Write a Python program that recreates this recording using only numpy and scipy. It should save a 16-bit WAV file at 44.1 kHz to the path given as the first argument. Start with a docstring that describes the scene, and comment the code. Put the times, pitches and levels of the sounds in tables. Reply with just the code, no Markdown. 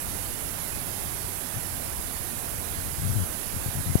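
"""Waterfall, one microphone covered.

A tall waterfall roars steadily off a rock face, heard from among trees on a hand-held camera.
The open right microphone gets the roar, a bright hiss of spray and soft handling bumps.
A finger covers the left: dull water and a low rumble, then stuttering slips and one final thump."""
import sys
import numpy as np
from scipy import signal
from scipy.fft import rfft, irfft, next_fast_len
from scipy.io import wavfile
from scipy.ndimage import uniform_filter1d

SR = 44100
rng = np.random.default_rng(int(sys.argv[2]) if len(sys.argv) > 2 else 0)


def wav_record(signal):
    """Record a signal, one row per channel, as 16-bit PCM in the file named by sys.argv[1]."""
    frames = np.transpose(np.atleast_2d(signal))
    bounded = np.clip(frames, -1, 1)
    # unit amplitude maps onto the largest positive 16-bit level
    quanta = np.round(bounded * 32767).astype(np.int16)
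    wavfile.write(sys.argv[1], SR, quanta)


N = 176400

# Water at the open microphone: freq_hz, density_db_per_hz
ROAR_SPECTRUM = [(20, -68), (45, -89), (85, -63), (130, -66), (260, -65), (480, -69.5), (720, -68),
                 (1200, -72.5), (1600, -72.5), (2800, -77), (4200, -78), (7000, -77.5), (16000, -81)]
SPRAY_SPECTRUM = [(2500, -100), (5500, -87.5), (7300, -77.5), (9000, -72.5), (10200, -67.5), (11150, -66),
                  (12100, -70.1), (13800, -74), (16000, -81.5)]
# Water at the covered microphone: freq_hz, density_db_per_hz
MUFFLED_SPECTRUM = [(20, -84), (100, -68), (260, -78.5), (350, -76.5), (500, -86), (750, -85), (1100, -90),
                    (2000, -94.5), (3300, -92.5), (4400, -100), (6500, -102), (9000, -109), (12000, -113),
                    (15000, -125)]
# Likeness of the roar at the two microphones: freq_hz, coherence
MIC_COHERENCE = [(40, 1), (150, 0.95), (280, 0.96), (520, 0.94), (750, 0.43), (1300, 0.46), (2500, 0),
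                 (5000, 0.3)]
# Flicker of the rush: freq_hz, depth_db
FLICKER_DEPTH = [(700, 0.72), (2500, 1.67), (5500, 2.5), (9000, 0.86)]
# Finger rumble, deep part and part near the port resonance: freq_hz, density_db_per_hz
DEEP_RUMBLE_SPECTRUM = [(10, -66), (30, -58.5), (52, -54), (75, -60), (120, -82), (400, -120)]
PORT_RUMBLE_SPECTRUM = [(10, -83), (45, -64), (70, -61), (92, -57), (130, -64.5), (180, -71), (260, -88),
                        (500, -100), (1500, -130)]
# Levels of the two rumble parts: time_s, deep_gain_db, port_gain_db
RUMBLE_GAINS = [(0, 0, 2.5), (.4, -1.5, -3.5), (.7, -5, 1.5), (1.0, -2, 2.5), (1.4, -5, -2), (1.6, -6, 1.5),
                (2.0, 3.5, -3.5), (2.3, -4.5, -4), (2.65, 0, 1.5), (3.2, 0, 3), (3.35, 0, 0), (3.8, -1, 2),
                (4, 3, -4)]
# Single finger slips: start_s, peak_db
SINGLE_SLIPS = [(2.787, -25), (2.982, -24), (2.997, -22.5), (3.539, -23), (3.564, -20), (3.661, -17),
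                (3.685, -17.5), (3.753, -21.5), (3.772, -20.5), (3.786, -18), (3.806, -20.5)]
# Runs of slips: start_s, length_s, mid_run_peak_db, start_rate_hz, glide_hz_per_s
SLIP_RUNS = [(1.557, .028, -24.5, 100, 0), (2.861, 0.025, -28, 92, 0), (3.019, 0.13, -19, 102, -100),
             (3.137, .11, -18.5, 120, -380), (3.861, .069, -18, 89, -100)]
# Finger jolts: start_s, peak_db, soft_hz, top_hz
FINGER_JOLTS = [(3.29, -25, 7000, 14000), (3.95, -40, 6000, 9000), (3.955, -2.5, 430, 1400)]
# Bumps at the open microphone: start_s, peak_db
HANDLING_BUMPS = [(.335, -29), (1.69, -34), (2.208, -28), (2.379, -28), (2.588, -31), (2.93, -28),
                  (3.468, -30)]


def waterfall(lag_rad=.7, delay_s=.00038):
    """The roar reaches both microphones, dull and late at the covered one; spray only the open one."""
    hz = np.fft.rfftfreq(N, 1 / SR)
    water = flickering_rush()
    coherence = np.clip(curve_at(MIC_COHERENCE, hz), 0, 1)
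    lag = np.exp(-1j * (lag_rad + 2 * np.pi * hz * delay_s))
    shared = coherence * lag * rfft(water)
    separate = np.sqrt(1 - coherence ** 2) * rfft(flickering_rush())
    muffled = coloured(irfft(shared + separate, N), MUFFLED_SPECTRUM)
    roar = coloured(water, ROAR_SPECTRUM)
    spray = coloured(flickering_rush(), SPRAY_SPECTRUM) * wander(rate_hz=19, depth_db=0.27)
    return np.array([muffled, roar + spray]) * wander(rate_hz=1.0, depth_db=0.14)


def flickering_rush(patch_s=0.06, patch_hz=190):
    """Rushing noise whose treble flickers."""
    frame, hop = 1024, 256
    spectra = signal.stft(white(), nperseg=frame, noverlap=frame - hop)[2]
    patches = rng.standard_normal(spectra.shape)
    patches = uniform_filter1d(patches, round(patch_hz * frame / SR), axis=0)
    patches = uniform_filter1d(patches, round(patch_s * SR / hop), axis=1)
    depth_db = curve_at(FLICKER_DEPTH, np.fft.rfftfreq(frame, 1 / SR))
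    gain = amp(depth_db[:, None] * unit_rms(patches))
    gain /= np.sqrt(np.mean(gain ** 2, axis=1, keepdims=True))
    return signal.istft(spectra * gain, nperseg=frame, noverlap=frame - hop)[1][:N]


def finger_rumble():
    """A finger resting on the port rumbles in two bands of shifting level."""
    t = np.arange(N) / SR
    time_s, deep_db, port_db = np.transpose(RUMBLE_GAINS)
    deep = coloured(white(), DEEP_RUMBLE_SPECTRUM) * amp(np.interp(t, time_s, deep_db))
    port = coloured(white(), PORT_RUMBLE_SPECTRUM) * amp(np.interp(t, time_s, port_db))
    return deep + port


def finger_slips(jitter_cycles=.12, spread_db=1.2, arch_db=4):
    """Each slip knocks softly, singly or in short runs that swell and fade; longer runs slow down."""
    t = np.arange(N) / SR
    slips = list(SINGLE_SLIPS)
    for start_s, length_s, peak_db, rate_hz, glide_hz_per_s in SLIP_RUNS:
        lateness, strength = rng.standard_normal(size=(2, 32))
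        cycles = np.cumsum(np.maximum(rate_hz + glide_hz_per_s * t, 1)) / SR
        offset_s = np.interp(np.arange(len(lateness)) + jitter_cycles * lateness, cycles, t)
        level_db = peak_db + spread_db * strength - arch_db * (2 * offset_s / length_s - 1) ** 2
        slips += [(start_s + s, db) for s, db in zip(offset_s, level_db) if s < length_s]
    return port_pulses(slips, port_hz=115, port_q=1.86, soft_hz=117, top_hz=460)


def finger_jolts():
    """Sharp jolts of the finger: thin ticks and a thump."""
    return sum(port_pulses([(start_s, peak_db)], port_hz=104, port_q=1, soft_hz=soft_hz, top_hz=top_hz)
               for start_s, peak_db, soft_hz, top_hz in FINGER_JOLTS)


def handling_bumps():
    """Handling pushes softly on the open microphone."""
    return port_pulses(HANDLING_BUMPS, port_hz=71, port_q=0.68, soft_hz=200, top_hz=200)


def port_pulses(events, port_hz, port_q, soft_hz, top_hz, leak_hz=63.6):
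    """Soft pressure steps (start_s, peak_db) leak away and swing once or twice in a microphone port."""
    size = next_fast_len(N + SR)
    hz, impulses = np.fft.rfftfreq(size, 1 / SR), np.zeros(size)
    for start_s, peak_db in events:
        impulses[round(start_s * SR)] -= amp(peak_db)
    u = 1j * hz / port_hz
    resonance = u * u / (u * u + u / port_q + 1)
    leak = 1 / (1 + 1j * hz / leak_hz)
    lowpass = 1 / (1 + (hz / soft_hz) ** 2) / np.sqrt(1 + (hz / top_hz) ** 8)
    response = resonance * leak * lowpass
    return irfft(rfft(impulses) * response, size)[:N] / abs(irfft(response, size)).max()


def wander(rate_hz, depth_db):
    """Random gain drifting below rate_hz, depth_db rms."""
    hz = np.fft.rfftfreq(N, 1 / SR)
    drift = irfft(rfft(white()) * (hz > 0) / (1 + (hz / rate_hz) ** 4), N)
    return amp(depth_db * unit_rms(drift))


def coloured(x, spectrum):
    """Filter by a table of freq_hz, gain_db."""
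    return irfft(rfft(x) * amp(curve_at(spectrum, np.fft.rfftfreq(N, 1 / SR))), N)


def curve_at(table, hz):
    """Interpolate on a log-frequency axis."""
    freq_hz, value = np.transpose(table)
    return np.interp(np.log(hz + 1), np.log(freq_hz + 1), value)


def white():
    """Noise at 0 dB per Hz."""
    return rng.standard_normal(N) * np.sqrt(SR / 2)


def unit_rms(x):
    return x / np.sqrt(np.mean(x ** 2) + 1e-20)


def amp(db):
    return 10 ** (np.asarray(db) / 20)


def scene():
    """Water in both channels, finger left, bumps right."""
    water = waterfall()
    finger = finger_rumble() + finger_slips() + finger_jolts()
    return water + np.array([finger, handling_bumps()])


def record(dry):
    """Camera band limit."""
    cutoff_hz = 15850
    taps = signal.firwin(1023, cutoff_hz, window=("kaiser", 9), fs=SR)
    return signal.oaconvolve(dry, taps[None], "same", axes=1)


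dry = scene()
out = record(dry)
wav_record(out)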